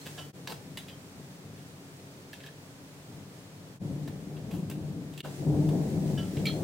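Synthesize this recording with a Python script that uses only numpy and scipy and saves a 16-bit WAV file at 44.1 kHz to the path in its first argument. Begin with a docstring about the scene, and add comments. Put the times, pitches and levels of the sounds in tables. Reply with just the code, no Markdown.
"""A plastic sheath rustles and scrapes as a wiring harness is worked loose and dragged across an engine
bay in a garage. Connectors click and now and then strike a metal part, which rings in its own modes.
A hollow rumble, probably the loom rubbing on the body panels, swells with each pull and groans at the
hardest. The air of the garage murmurs underneath, and the whole level dips briefly three times."""
import sys
import numpy as np
from scipy import signal
from scipy.fft import rfft, irfft
from scipy.io import wavfile
from scipy.ndimage import uniform_filter1d

SR = 44100
rng = np.random.default_rng(int(sys.argv[2]) if len(sys.argv) > 2 else 0)


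def bounce(signal):
    """Save signal as a 16-bit WAV file at the path given by the first command-line argument."""
    frames = np.transpose(np.atleast_2d(signal))
    limited = np.clip(frames, -1, 1)
    pcm = np.round(limited * 32767).astype(np.int16)
    wavfile.write(sys.argv[1], SR, pcm)


N = 292383
T = np.arange(N) / SR


# broad response of the hollow panels: (frequency [Hz], gain [dB])
PANEL_RESPONSE = [(25, -57), (40, -60), (60, -5.5), (85, -8.5), (120, -4.5), (190, -3), (240, -2.5),
                  (310, -6), (450, -9), (620, -13), (800, -19.5), (1100, -32.5), (2000, -58), (4000, -74)]
# their resonances and one antiresonance: (frequency [Hz], bandwidth [Hz], gain [dB])
PANEL_RESONANCES = [(98, 11.3, 9.5), (127.3, 12, -8.5), (147, 11, 17.5), (187.1, 18, 9), (298.9, 21, 8.5),
                    (377.3, 16.5, 4), (397, 5.8, 2.5), (446, 6, 4), (640, 7.4, 0)]
def panel_rumble():
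    """Forced vibration: dense slips of the loom shake the panels; the hardest pulls lock into a groan."""
    low_gain, upper_gain = rubbing()
    groan_from_db, groan_span_db = -29, 3.5
    groan_share = 0.5 * np.clip((20 * np.log10(low_gain) - groan_from_db) / groan_span_db, 0, 1)
    lowpass = signal.butter(4, 350, fs=SR, output="sos")
    mid_side = []
    for _ in range(2):
        body = colour(slips(per_s=2200, spread_db=1.26), PANEL_RESPONSE)
        for hz, width_hz, db in PANEL_RESONANCES:
            body = resonate(body, hz, width_hz, db)
        low = signal.sosfiltfilt(lowpass, body, padtype="even")
        even = low / np.sqrt(uniform_filter1d(low ** 2, size=2600))  # the hand keeps the pull even
        boom = np.sqrt(1 - groan_share) * even + np.sqrt(groan_share) * groan()
        mid_side.append(boom * low_gain + unit(body - low) * upper_gain)
    return stereo(*mid_side, pan_db=3.0)


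# pulls on the loom: (start [s], low rumble level [dB], hold [s], upper rumble relative to low [dB])
LOOM_PULLS = [(0.02, -50.5, 0.45, -8.5), (0.628, -46, .01, -15.5), (1.13, -48.5, .01, -12),
              (1.406, -49.5, .05, -14), (3.065, -49, 0.06, -9), (3.538, -52.5, 0.058, -13),
              (3.768, -34.5, 0.12, -14), (3.987, -41.5, 0.035, -11.5), (4.24, -40.5, 0.26, -11.5),
              (4.499, -33.5, 0.041, -20.5), (4.725, -37, 0.17, -15), (5.206, -41.5, 0.018, -8.5),
              (5.364, -35, 0.043, -9), (5.444, -24, 0.092, -14.5), (5.673, -29, 0.021, -9),
              (5.912, -29.5, 0.17, -13), (6.338, -29.5, 0.028, -11.5), (6.53, -37, .1, -3.5)]
def rubbing():
    """Incoherent addition: pulls add in power to the resting contact, giving low and upper band gains."""
    rest_db, rest_upper_db = -54, -9.5
    low_power, upper_power = undb(rest_db) ** 2, undb(rest_db + rest_upper_db) ** 2
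    for start, db, hold, upper_db in LOOM_PULLS:
        pull = undb(db) * stroke(start, hold, attack_s=0.049, release_s=0.24)
        low_power += pull ** 2
        upper_power += (pull * undb(upper_db)) ** 2
    return np.sqrt(low_power), np.sqrt(upper_power)


def groan():
    """Stick-slip oscillation locked to the main panel resonance: a wavering note with a weaker octave."""
    pitch_hz = 149.5 * (1 + 0.0319 * walk(60))
    phase = 2 * np.pi * np.cumsum(pitch_hz) / SR
    octave = undb(-6) * np.cos(2 * phase + 0.37 * walk(40))
    return unit((np.sin(phase) + octave) * undb(1.5 * walk(50)))


# connector impacts: (time [s], level [dB], shell resonance [Hz], treble [dB], body [dB],
# relative rattle level [dB], contact time constant [s])
CONNECTOR_CLICKS = [(0.473, -27, 4370, -8.5, 7, -26, 0.0041), (0.497, -41, 5000, -7, 7, -10, .004),
                    (0.520, -37, 3000, -13, 4, -21, 0.0028), (0.772, -29, 3400, -3.5, 1, -13, 0.002),
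                    (2.3304, -40.5, 2500, -5, 0, -6, 0.0028), (2.4028, -47, 1720, -24, 2, -5, .004),
                    (2.4345, -46.5, 2700, -11, -2, -5, 0.0036), (2.4613, -44.5, 2750, -6, -5, -11, 0.0059),
                    (4.0764, -44, 1830, -3.5, 13, -13, 0.0078), (4.6983, -37.5, 2700, 6.5, 13, -16, 0.002),
                    (4.712, -40, 2460, -4, 14, -14.5, 0.003), (5.136, -49, 2940, -1, -8, -12, 0.0027),
                    (5.176, -42.5, 2700, 0, -10, -5, 0.0024), (5.204, -24, 2900, -8, -13, -43, 0.0026),
                    (4.511, -46, 2600, -4, 13, -12, .004), (5.689, -47, 4660, 0, 21, -6.5, 0.0038),
                    (6.368, -34.5, 2400, -13, 3, -15, 0.0038), (6.455, -25.5, 4570, -5, -16, -27, 0.0031),
                    (6.465, -29, 3900, -9, -25, -19, 0.0043)]
def connector_clicks():
    """Impact excitation: a short force pulse and a loose rattle drive each connector's shell."""
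    sounds, t = [], T[:SR // 3]
    for start, db, hz, treble_db, body_db, rattle_db, contact_s in CONNECTOR_CLICKS:
        rattle = undb(rattle_db + 2.5 * walk(350, size=len(t))) * np.exp(-t / .02)
        force = (np.exp(-t / contact_s) + rattle) * (1 - np.exp(-t / .0009))
        sounds.append((start, undb(db) * plastic(force, hz, treble_db, body_db)))
    return place(sounds)


# scrapes: (time [s], level [dB], decay time [s], shell resonance [Hz], treble [dB], body [dB])
EDGE_SCRAPES = [(0.055, -43.5, 0.031, 2740, -4, 10.5), (0.174, -45.5, 0.034, 2700, -6, 16),
                (0.482, -51, 0.06, 4940, 2.5, 19.5), (0.881, -48, .032, 2930, -7.5, 6),
                (1.575, -58, .03, 2000, -6, 3), (4.359, -54.5, 0.019, 2840, -20, 3),
                (4.505, -57.5, 0.091, 2820, 4, 19.5), (5.245, -50.5, 0.038, 1620, -2, 23),
                (6.178, -45.5, 0.026, 1560, -8, 7), (6.471, -37.5, 0.029, 3320, -10, -31)]
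def edge_scrapes():
    """Sliding friction: a brief, uneven force drives the sheath as it passes over an edge."""
    sounds, t = [], T[:SR // 3]
    for start, db, decay_s, hz, treble_db, body_db in EDGE_SCRAPES:
        envelope = (1 - np.exp(-t / .003)) * np.exp(-(t / decay_s) ** 2)
        force = envelope * undb(3 * walk(300, size=len(t)))
        sounds.append((start, undb(db) * plastic(force, hz, treble_db, body_db)))
    return place(sounds)


# broad response of a plastic shell: (frequency [Hz], gain [dB])
SHELL_RESPONSE = [(200, -12), (800, -5.5), (1200, -9), (1700, -2), (2350, -5), (3100, -1.5), (3900, -4),
                  (5500, -7.5), (9000, -8.5), (12000, -8.5), (15500, -7)]
def plastic(force, hz, treble_db, body_db):
    """Source and filter: a resonant shell colours contact noise, bright if hard, full if heavy."""
    noise = colour(rng.standard_normal(len(force)), SHELL_RESPONSE)
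    sound = unit(resonate(noise, hz, width_hz=hz / 6, db=6)) * force
    # each point of contact brings out its own small, short-lived resonances
    for centre in np.geomspace(1700, 9000, 9) * np.exp(.04 * rng.standard_normal(9)):
        sound = resonate(sound, centre, width_hz=centre / 22, db=5)
    return colour(undb(-3.5) * sound, [(900, body_db), (1900, 0.041), (3800, 0), (8000, treble_db)])


# modes of each metal part: (frequency [Hz], relative level [dB], time to decay by 60 dB [s])
METAL_MODES = {"rail": [(1343, -12, 0.45), (1670, -3.5, 0.12), (2770, -12, 0.17), (3004, -1, 0.22),
               (3297, -12.5, 0.4), (3550, -13, .2), (4720, -14, 0.19), (5640, -15, 0.18)],
               "clip": [(1650, 3, 0.027), (1720, 11.5, 0.04), (1805, 5, 0.028), (2910, -12, 0.054),
               (4100, -7, 0.056)], "stud": [(2930, 2, 0.055), (3570, -8, 0.17), (3930, -6, .1),
               (6460, -12, .11), (9400, -9, 0.093), (9750, -7, 0.15)], "bolt": [(3140, -2, 0.22),
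               (3960, -16, 0.13), (4770, -9, .1)], "cover": [(933, -3, 0.045), (1320, 3, 0.049),
               (1530, 1, 0.065)], "bracket": [(2170, -10, 0.06), (2304, 0, 0.07), (2356, -18.5, 0.28),
               (7280, -18, 0.066)], "pipe": [(1280, -12, 0.043), (3280, -15, 0.18), (3285, -15, 0.2),
               (4200, -1.5, 0.12), (4320, -19, 0.096)]}
def metal_ring(part, t):
    """Modal decay: a struck part rings in damped modes, which flutter as the connector chatters on it."""
    ring = 0
    for hz, db, t60 in METAL_MODES[part]:
        flutter = undb(2.5 * walk(130, size=len(t)))
        phase = 2 * np.pi * hz * t + .5 * walk(160, size=len(t))
        ring += undb(db) * np.exp(-np.log(1000) * t / t60) * flutter * np.sin(phase)
    return ring * (1 - np.exp(-t / 0.0025))


# knocks and rebounds of connectors on metal: (time [s], level [dB], part)
METAL_KNOCKS = [(0.012, -48.5, "pipe"), (.178, -41.5, "rail"), (.521, -46, "cover"), (.774, -43, "stud"),
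                (0.882, -52, "bolt"), (0.917, -55, "bolt"), (2.332, -51, "clip"), (2.404, -61, "clip"),
                (2.44, -52.5, "clip"), (2.463, -52.5, "clip"), (2.486, -56, "clip"), (5.183, -62, "rail"),
                (5.244, -45.5, "cover"), (6.175, -39, "rail"), (6.454, -23, "bracket"),
                (6.467, -26, "pipe"), (6.495, -34.5, "pipe"), (6.532, -49, "pipe")]
def metal_knocks():
    """Free vibration: each part rings on after a connector meets it."""
    t = T[:SR // 3]
    return place([(start, undb(db) * metal_ring(part, t)) for start, db, part in METAL_KNOCKS])


# spectrum of the rustle: (frequency [Hz], relative level [dB])
SHEATH_SPECTRUM = [(400, 1), (1000, 0), (1800, 5.5), (3000, 1.5), (5000, 2.5), (8500, 3.5), (12000, -5.5),
                   (15500, -1)]
# long slides through the hands: (start [s], level [dB], hold [s])
SHEATH_SLIDES = [(-.06, -54.5, .2), (5.2, -56.5, .8), (6.034, -54.5, .6)]
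def sheath_rustle():
    """Friction noise: ribbed plastic crackles finely as it slips through the fingers."""
    fingering_db = -62 - .5 * T  # light, slowly fading rustle between the slides
    power = undb(fingering_db) ** 2
    for start, db, hold in SHEATH_SLIDES:
        power += (undb(db) * stroke(start, hold, attack_s=0.077, release_s=0.083)) ** 2
    gain = np.sqrt(power) * undb(0.88 * walk(16))
    mid, side = (unit(colour(slips(per_s=7000, spread_db=1.0), SHEATH_SPECTRUM)) for _ in range(2))
    return stereo(mid * gain, side * gain, pan_db=-0.7)


def garage_reverb(x, wet_db, scatter):
    """Reverberation: engine parts scatter sound at once; bonnet and walls return a diffuse tail."""
    t, t60_s = T[:SR // 2], 0.26
    decay = np.exp(-np.log(1000) * t / t60_s) * (t > .004) + scatter * np.exp(-t / .003)
    tails = rng.standard_normal((2, len(t))) * decay  # one for each ear
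    wet = np.array([signal.fftconvolve(x, tail / np.linalg.norm(tail))[:N] for tail in tails])
    return x * undb([[1], [1.8]]) + undb(wet_db) * wet  # the hands work a little to the right


# spectrum of the still garage air: (frequency [Hz], relative level [dB])
AIR_SPECTRUM = [(18, -60), (30, -59), (46, -15), (75, -26.5), (95, -1), (152, -1), (209, -19.5), (271, 0),
                (335, -15.5), (382, -8.5), (1310, -22), (1790, -24), (2210, -26), (6830, -30.5),
                (15800, -39)]
def garage_air():
    """Stationary noise: the low murmur of the building under a smooth hiss."""
    mid, side = (unit(colour(rng.standard_normal(N), AIR_SPECTRUM)) for _ in range(2))
    return undb(-51.5) * stereo(mid, side, pan_db=0)


# stereo width: (frequency [Hz], gain of the side signal [dB])
SIDE_RESPONSE = [(30, -23), (70, -18), (250, -18), (500, -11), (1000, -2), (2000, 2), (5000, 1.5),
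                 (9000, -2), (13000, 3)]
def stereo(mid, side, pan_db):
    """Interaural coherence: bass reaches both ears alike, treble arrives from all sides."""
    side = colour(side, SIDE_RESPONSE)
    return np.array([mid + side, mid - side]) * undb([[pan_db / 2], [-pan_db / 2]])


def slips(per_s, spread_db):
    """Poisson process: tiny stick-slip releases at random moments, a few larger than the rest."""
    impulses = (rng.random(N) < per_s / SR) * rng.choice([-1, 1], N)
    return impulses * undb(spread_db * rng.exponential(size=N))


def stroke(start, hold, attack_s, release_s):
    """Amplitude envelope of a hand movement: linear rise, hold and exponential decay."""
    since = T - start
    return np.clip(since / attack_s, 0, 1) * np.exp(-np.maximum(since - attack_s - hold, 0) / release_s)


def colour(x, points):
    """Minimum-phase filtering through points of (frequency [Hz], gain [dB])."""
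    hz, db = np.transpose(points)
    size = 8192
    bin_hz = np.arange(size // 2 + 1) * SR / size
    log_gain = np.log(undb(np.interp(np.log(bin_hz + 1), np.log(hz), db)))
    fold = 1 + np.sign(size / 2 - np.arange(size))  # folding the cepstrum makes the filter causal
    fold[0] = 1
    cepstrum = irfft(log_gain) * fold
    response = irfft(np.exp(rfft(cepstrum)))
    return signal.fftconvolve(x, response)[:len(x)]


def resonate(x, hz, width_hz, db):
    """Second-order resonance: lifts or hollows out a narrow band."""
    return x + (undb(db) - 1) * signal.lfilter(*signal.iirpeak(hz, hz / width_hz, fs=SR), x)


def walk(rate_hz, size=N):
    """Random modulation: smoothed steps with a spread near 1."""
    step = int(SR / rate_hz)
    held = np.repeat(rng.standard_normal(size // step + 1), step)
    return 1.3 * uniform_filter1d(uniform_filter1d(held, step), step)[:size]


def place(sounds):
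    """Superposition of (time [s], sound) pairs on one track."""
    track = np.zeros(N + SR)
    for start, sound in sounds:
        first = int(start * SR)
        track[first:first + len(sound)] += sound
    return track[:N]


def undb(db):
    """Amplitude ratio of a level in decibels."""
    return 10 ** (np.asarray(db) / 20)


def unit(x):
    """Normalisation to an rms of 1."""
    return x / np.sqrt(np.mean(x ** 2))


# brief dips of the whole level: (time [s], time constant [s], depth [dB])
LEVEL_DIPS = [(0.325, 0.0094, 29.5), (3.792, 0.015, 19.5), (5.224, 0.0068, 34.5)]
def scene():
    """Superposition: all sources add, and their sum sinks for a moment at each dip."""
    contacts = garage_reverb(connector_clicks() + edge_scrapes(), wet_db=0, scatter=2.2)
    rings = garage_reverb(metal_knocks(), wet_db=-10, scatter=0)
    dip_db = sum(depth * np.exp(-np.abs(T - time) / tau) for time, tau, depth in LEVEL_DIPS)
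    return (panel_rumble() + sheath_rustle() + contacts + rings + garage_air()) * undb(-dip_db)


def record(dry):
    """Band limiting: a steep low-pass filter removes the highest treble."""
    cutoff_hz = 15800
    return signal.sosfilt(signal.ellip(10, .2, 80, cutoff_hz, fs=SR, output="sos"), dry)


dry = scene()
out = record(dry)
bounce(out)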